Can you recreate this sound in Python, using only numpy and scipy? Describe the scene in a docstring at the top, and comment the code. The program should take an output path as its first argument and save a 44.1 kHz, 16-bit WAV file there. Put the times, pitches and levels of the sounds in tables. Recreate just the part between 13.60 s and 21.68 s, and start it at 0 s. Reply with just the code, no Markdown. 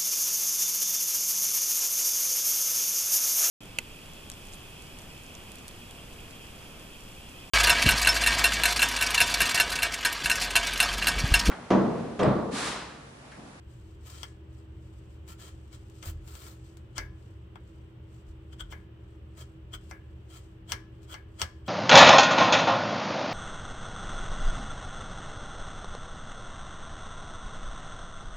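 """Over a steady machine hum comes a dry scratching, broken by sharp, ringing knocks.
Under a car in a garage, a pointed steel tool scratches a mark across the rusty flanges (joining rims)
of a drive shaft. Rust crumbles under the tip and shakes the tool; strokes often end with the tip
slipping and knocking on the flange. The car's underside scatters the sound and booms softly."""
import sys
import numpy as np
from scipy import signal
from scipy.fft import rfft, irfft
from scipy.io import wavfile

SR = 44100
rng = np.random.default_rng(int(sys.argv[2]) if len(sys.argv) > 2 else 0)


def materialize(psi):
    """Save the field psi as 16-bit PCM at rate SR to the path in sys.argv[1].

    A 1-D psi becomes a single channel; in a 2-D psi each row is a channel.
    """
    bounded = np.clip(np.atleast_2d(psi).T, -1, 1)
    quanta = np.round(bounded * 32767).astype(np.int16)
    wavfile.write(sys.argv[1], SR, quanta)


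N = 356328

# the tip strikes the flange: t/s, crack/dB, ring/dB, thud/dB, treble tilt/(dB per octave)
KNOCKS = [(.632, -22, -29, -27, 0), (2.428, -30, -31.5, -54, 0.5), (3.381, -15, -14.5, -17, 1),
          (3.958, -42.5, -43, -24, -6), (5.125, -30.5, -24.5, -35.5, -5), (6.312, -32.5, -23.5, -21.5, 1),
          (7.1206, -9.5, -16, -26, 1.5), (7.542, -22, -23.5, -37, -4), (7.817, -7.5, -16.5, -20.5, 0.5)]
# the tool's ringing tones, damped by a gloved hand: f/Hz, level/dB, fade time/s
TOOL_TONES = [(1080, 1, 0.0033), (1467, 1, 0.024), (2120, -9, 0.011), (2900, -25, 0.0047),
              (3174, 8.5, 0.012), (3490, 6.5, 0.0062), (7690, -3, 0.012), (14440, -18.5, 0.018)]
# tone colour (how strong each frequency is) of coarse rust breaking: f/Hz, level/dB
RASP_COLOUR = [(300, -9), (800, 3), (1400, 4), (2100, 1.5), (2600, 1), (3400, 2.5), (4400, 2), (6200, -0.5),
               (7700, 7), (8800, -3), (10000, -13.5), (16000, -29)]
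# tone colour of fine grit: f/Hz, level/dB
GRIT_COLOUR = [(4000, -13.5), (8000, -17), (9500, 1), (11500, 9.5), (14500, 10), (16000, 7.5)]


def gain(db):
    """Turn decibels into a number to multiply by."""
    return 10 ** (np.asarray(db) / 20)


def fade(t, fade_s):
    """Die away, dropping 60 dB over the fade time."""
    return np.exp(-np.log(1000) * t / fade_s)


def wander(turns_per_s):
    """A random curve that drifts around zero, mostly between -1 and 1."""
    turns = np.arange(0, N + SR, SR / turns_per_s)
    return np.interp(np.arange(N), turns, rng.standard_normal(len(turns)))


def click(colour, tilt_db=0, size=1024):
    """A click of energy 1 with the given tone colour, tilted by tilt_db per octave."""
    hz, db = np.transpose(colour)
    octave = np.log2(np.maximum(np.arange(size // 2 + 1) * SR / size, 1))
    db = np.interp(octave, np.log2(hz), db) + tilt_db * np.clip(octave, np.log2(hz[0]), None)
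    # pack the energy at the start without changing the colour
    cepstrum = irfft(np.log(gain(db)))
    cepstrum[1:size // 2] *= 2
    cepstrum[size // 2 + 1:] = 0
    sound = irfft(np.exp(rfft(cepstrum)))
    return sound / np.linalg.norm(sound)


def ring(tones, scatter_db=0):
    """Fading tones of total energy 1; scatter_db varies them, as hitting another spot would."""
    t = np.arange(SR // 2) / SR
    sound = np.zeros(len(t))
    for k, (hz, db, fade_s) in enumerate(tones):
        strength = gain(db + scatter_db * rng.standard_normal())
        sound += (-1) ** k * strength * np.cos(2 * np.pi * hz * t) * fade(t, fade_s)
    return sound / np.linalg.norm(sound)


def through(sound, response):
    """Filter a sound: each of its samples sets off a copy of the response."""
    return signal.oaconvolve(sound, response)[:N]


def add(track, start, sound):
    """Mix a sound in at start seconds."""
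    i = int(start * SR)
    track[i:i + len(sound)] += sound[:N - i]


def garage(rumble_db=-49, side_db=-65.5, air_db=-65):
    """Wavering machine hum and rumble, nearly alike in both ears, with a hiss of air all around."""
    # the garage's rumble: f/Hz, level/dB
    rumble_colour = [(12, -52), (20, -29), (54, -3.5), (70, -1), (96, -5.5), (124, -3), (145, -15.5),
                     (174, -12.5), (290, -27.5), (303, -19.5), (325, -12), (349, -18.5), (403, -16),
                     (439, -26), (600, -28.5), (780, -71), (1320, -120)]
    # the machine's hum: f/Hz, level/dB, phase drift/rad
    hum_tones = [(74.4, -52.5, 1.23), (118.5, -58.5, 2), (322.8, -61.5, 0.23)]
    # the air's hiss: f/Hz, level/dB
    air_colour = [(300, -1), (600, 2), (1000, 2), (1500, -1), (2300, -5.5), (3000, -1.5), (4200, -17),
                  (6500, -27), (8000, -35.5), (10000, -38), (14000, -24.5), (16000, -32)]
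    t = np.arange(N) / SR
    middle = gain(rumble_db) * through(rng.standard_normal(N), click(rumble_colour, size=16384))
    for hz, db, drift_rad in hum_tones:
        drift, swell_db = drift_rad * wander(4), 1.65 * wander(5)
        middle += np.sqrt(2) * gain(db + swell_db) * np.sin(2 * np.pi * hz * t + drift)
    side = through(rng.standard_normal(N), click(rumble_colour, tilt_db=6.5, size=16384))
    side = gain(side_db) * signal.sosfilt(signal.butter(2, 700, fs=SR, output="sos"), side)
    air = np.array([through(rng.standard_normal(N), click(air_colour)) for _ in range(2)])
    return np.array([middle + side, middle - side]) + gain(air_db) * air


def underside(sound, direct_db, near_db, far_db, near_fade_s=0.074, far_fade_s=0.4):
    """What reaches one ear: direct sound, quick echoes off the car's floor, the garage's faint tail."""
    t = np.arange(int(.8 * SR)) / SR
    hz = np.arange(len(t) // 2 + 1) * SR / len(t)
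    noise = rfft(rng.standard_normal(len(t)))
    band_octaves = np.log2([500, 1500, 4000, 8000, 16000])
    echoes = np.zeros(len(t))
    for centre, weights in zip(band_octaves, np.eye(len(band_octaves))):
        band = irfft(noise * np.interp(np.log2(hz + 1), band_octaves, weights), len(t))
        octave = centre - band_octaves[2]
        shorter = 2 ** (-0.58 * max(octave, 0))  # treble dies first
        for db, fade_s in ((near_db, near_fade_s), (far_db, far_fade_s)):
            decay = fade(t, fade_s * shorter) * (1 - np.exp(-t / 0.00011))
            echoes += gain(db - 0.5 * octave) * band * decay / np.linalg.norm(decay)
    echoes[0] += gain(direct_db)
    return through(sound, echoes)


def booms(shudder_hz=82, shudder_fade_s=.23, sway_hz=47.5, sway_fade_s=0.63, rise_s=0.0061):
    """Heavy parts swing briefly, mostly just after the tip knocks on the flange."""
    # the shaft and the car's underside give way: t/s, shudder/dB, sway/dB
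    swings = [(2.468, -25.5, -34.5), (2.555, -34, -47), (3.384, -32, -35.5), (4.679, -52, -41),
              (5.01, -53, -37.5), (6.152, -54, -42), (7.124, -35.5, -46), (7.824, -31.5, -49)]
    out, t = np.zeros(N), np.arange(SR) / SR
    rise = 1 - np.exp(-t / rise_s)
    shudder = np.sin(2 * np.pi * shudder_hz * t) * fade(t, shudder_fade_s)
    sway = np.sin(2 * np.pi * sway_hz * t) * fade(t, sway_fade_s)
    for start, shudder_db, sway_db in swings:
        add(out, start, rise * (gain(shudder_db) * shudder + gain(sway_db) * sway))
    return out


def clanks(clank_db=5.0, fade_s=0.21, rise_s=0.002):
    """At each knock, the many short-lived tones of the bolted parts blur into a clank."""
    # the bolted parts' clank: f/Hz, level/dB
    clank_colour = [(700, -10.5), (1300, -14), (1650, 1), (2050, -5), (2300, -5), (2700, -21), (4000, -33)]
    out, t = np.zeros(N), np.arange(SR // 4) / SR
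    swell = fade(t, fade_s) * (1 - np.exp(-t / rise_s))
    for start, _, ring_db, _, _ in KNOCKS:
        clank = np.convolve(rng.standard_normal(len(t)) * swell, click(clank_colour))
        add(out, start, gain(ring_db + clank_db) * clank / np.linalg.norm(clank))
    return out


def flange(flange_db=7, dulling=0.32, treble_hz=2400):
    """Every knock leaves the heavy steel joint ringing with clear tones."""
    # the flange's own tones: f/Hz, level/dB, fade time/s
    flange_tones = [(1023, -12, 0.75), (1110, -4, .2), (1173, -13, 0.41), (1300, -16, 0.51),
                    (1380, 2.5, 0.13), (1642, 4, 0.29), (1705, -2.5, 0.51), (1675, 7, 0.093),
                    (2083, 13.5, 0.074), (2049, 1.5, 0.18), (2210, -2, 0.28), (2280, -14, 0.28),
                    (2380, -5, 0.15), (3625, -17, .35), (4680, -8.5, 0.23), (5400, -5, 0.14),
                    (5785, 8.5, 0.066), (7989, -18, .16)]
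    out = np.zeros(N)
    hardest_db = max(knock[1] for knock in KNOCKS)
    for start, blow_db, ring_db, _, _ in KNOCKS:
        tilt_db = dulling * (blow_db - hardest_db)  # a soft blow hardly wakes the high tones
        tones = [(hz, db + tilt_db * max(np.log2(hz / treble_hz), 0), fade_s)
                 for hz, db, fade_s in flange_tones]
        add(out, start, gain(ring_db + flange_db) * ring(tones, scatter_db=1.5))
    return out


def impacts(crack_db=9, thud_db=2, catch_db=9, flake_db=4.0):
    """The slipping tip lands with a crack and a thud; it also catches and snaps off flakes of rust."""
    # the crack of steel on steel: f/Hz, level/dB
    crack_colour = [(150, -17), (600, -19), (850, -6.5), (1200, -6), (1700, -6), (2550, -9.5), (3100, 0),
                    (3900, -11.5), (4400, -4.5), (5800, -3), (7000, -13), (7900, -7.5), (10500, -23),
                    (16000, -32)]
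    # the shaft's dull thud: f/Hz, level/dB
    thud_colour = [(150, -10), (450, -14.5), (750, 2.5), (1000, -1.5), (1350, 1), (1700, -6), (3000, -13),
                   (6000, -41)]
    # the tip catches and the tool twangs: t/s, level/dB
    catches = [(.632, -24), (3.956, -40), (4.996, -30.5), (5.007, -20), (6.138, -25.5), (7.092, -30.5),
               (7.797, -29.5)]
    # rust flakes snap off: t/s, level/dB
    flakes = [(1.679, -33.5), (2.299, -40), (2.678, -32), (2.737, -40), (2.753, -26), (2.819, -32.5),
              (2.867, -32), (3.171, -34.5), (7.431, -42)]
    out, t = np.zeros(N), np.arange(SR // 100) / SR
    for start, blow_db, _, dull_db, tilt_db in KNOCKS:
        chatter = .13 * rng.standard_normal(len(t)) * fade(t, .009)
        chatter[0] = 1  # the first touch
        # make all frequencies equally strong: chatter spreads the blow in time but keeps its colour
        spectrum = rfft(chatter, 2048)
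        chatter = irfft(spectrum / np.abs(spectrum))[:len(t)]
        add(out, start, gain(blow_db + crack_db) * np.convolve(chatter, click(crack_colour, tilt_db)))
        add(out, start, gain(dull_db + thud_db) * click(thud_colour))
    for start, db in catches:
        add(out, start, gain(db + catch_db) * ring(TOOL_TONES))
    for start, db in flakes:
        add(out, start, gain(db + flake_db) * click(RASP_COLOUR))
        add(out, start, gain(db + flake_db - 10) * click(GRIT_COLOUR))
    return out


def pressure(start, length, growth_db):
    """One stroke's push: the tip digs in, the push grows or eases steadily, the hand lets go."""
    t = np.arange(N) / SR - start
    # the hand leans in and lets go faster on a short stroke
    rise_s, fall_s = 0.005 + .1 * length, 0.0037 + 0.16 * length
    edges = np.minimum(t, 0) / rise_s + np.minimum(length - t, 0) / fall_s
    progress = np.clip(t / length, 0, 1)
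    return gain(growth_db * (progress - 1)) * np.exp(np.maximum(edges, -20))


def crumble(breaks_per_s=8000, spread_db=3.0, judder_db=2.0):
    """Rust gives way in many tiny breaks of uneven size, bunched by the juddering tip."""
    happens = rng.random(N) < breaks_per_s / SR
    size = gain(spread_db * np.minimum(rng.exponential(size=N), 4))
    judder = gain(judder_db * wander(260))
    breaks = happens * size * np.sign(rng.standard_normal(N)) * judder
    return breaks / np.sqrt(np.mean(breaks ** 2))


def scratching(rasp_db=2, grit_db=-1, tool_db=-4, rest_db=-83.5):
    """Each stroke crushes rust: a coarse rasp, fine grit, and the tool ringing with every break."""
    # strokes of the tip: t/s, length/s, end level/dB, growth/dB, grit offset/dB, tool ring offset/dB
    strokes = [ (0.469, 0.17, -67, -5.5, -2, -9), (1.684, 0.041, -59.5, 0, -4, -7),
               (1.803, 0.084, -62, -4.5, -7, -10), (2.130, 0.03, -69.5, -8.5, -7, -9),
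               (2.429, 0.0093, -58, -3, -9, -4), (2.458, 0.041, -54, -3.5, 0, -11),
               (2.678, 0.21, -59, 5, -2, -18), (3.363, .015, -49.5, 7, -10, 6.5),
               (4.931, 0.0021, -63.5, 0, -16, 11.5), (5.003, 0.0072, -56, -4, -12, 8),
               (5.111, 0.012, -59, 1.5, -5, 7.5), (5.779, 0.041, -59, 2, -6, -4),
               (6.135, 0.014, -51, 2.5, -6, 8.5), (6.297, 0.0093, -62, 3, -3, -10),
               (6.707, 0.068, -58, 8, -5.5, -2), (7.093, 0.03, -48, 7.5, -5, 5.5),
               (7.495, .036, -56, 5.5, -4.5, 8), (7.797, 0.028, -45, 7, -8, 4.5),
               (8.070, 0.013, -59, 1.5, -6.5, 6.5), ]
    # the tip glides with little pressure: middle t/s, a quarter of the glide's length/s, level/dB
    glides = [(0.125, 0.046, -74.5), (0.305, 0.047, -75), (0.574, 0.099, -65), (0.977, 0.052, -76.5),
              (1.356, 0.16, -80), (2.21, 0.32, -79), (2.375, 0.025, -70), (3.078, 0.044, -76),
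              (3.644, 0.073, -79.5), (4.557, 0.045, -76), (4.692, 0.02, -76), (6.248, 0.033, -73),
              (7.436, 0.017, -70.5)]
    # the gliding tip's whisper: f/Hz, level/dB
    glide_colour = [(1500, -7.5), (4500, -2.5), (6800, -5), (8000, 3), (9200, -12.5), (11000, -19.5),
                    (14500, -13.5), (16000, -27)]
    rasp, grit, tool = np.zeros((3, N))
    for start, length, db, growth_db, fine_db, ring_db in strokes:
        push = gain(db) * pressure(start, length, growth_db)
        rasp += push
        grit += push * gain(fine_db)
        tool += push * gain(ring_db)
    breaks = crumble()
    glide = gain(rest_db + 4 * wander(9.8))  # even the resting tip shifts a little
    for middle, quarter, db in glides:
        add(glide, max(middle - 2 * quarter, 0), gain(db) * np.hanning(int(4 * quarter * SR)))
    return (through(breaks * rasp, click(RASP_COLOUR)) * gain(rasp_db)
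            + through(breaks * grit, click(GRIT_COLOUR)) * gain(grit_db)
            + through(breaks * tool, ring(TOOL_TONES)) * gain(tool_db)
            + through(breaks * glide, click(glide_colour)))


def scene(ring_right_db=-6):
    """The left ear faces the flange; the right one hears mostly echoes."""
    # the right side is shaded, most of all in the lower treble: f/Hz, level/dB
    shade_colour = [(500, 8), (900, 0.5), (1400, 8.5), (2200, 0), (3200, -3.5), (5500, 0), (8000, 0),
                    (11000, 7.5), (15000, 8.5)]
    scrape, hits, steel = scratching(), impacts() + clanks(), flange()
    left = underside(scrape, direct_db=4.5, near_db=-3, far_db=-8.5)
    left += underside(hits, direct_db=-1, near_db=-1.5, far_db=-18.5)
    right = underside(scrape, direct_db=-17, near_db=6.0, far_db=-12.5)
    right += underside(hits, direct_db=-9, near_db=-1.5, far_db=-14)
    right = through(right, click(shade_colour))
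    work = np.array([left + steel, right + gain(ring_right_db) * steel])
    return work + booms() + garage()


def record(dry, top_hz=15850):
    """Cut away the very highest treble."""
    return signal.sosfilt(signal.ellip(10, .2, 70, top_hz, fs=SR, output="sos"), dry)


dry = scene()
out = record(dry)
materialize(out)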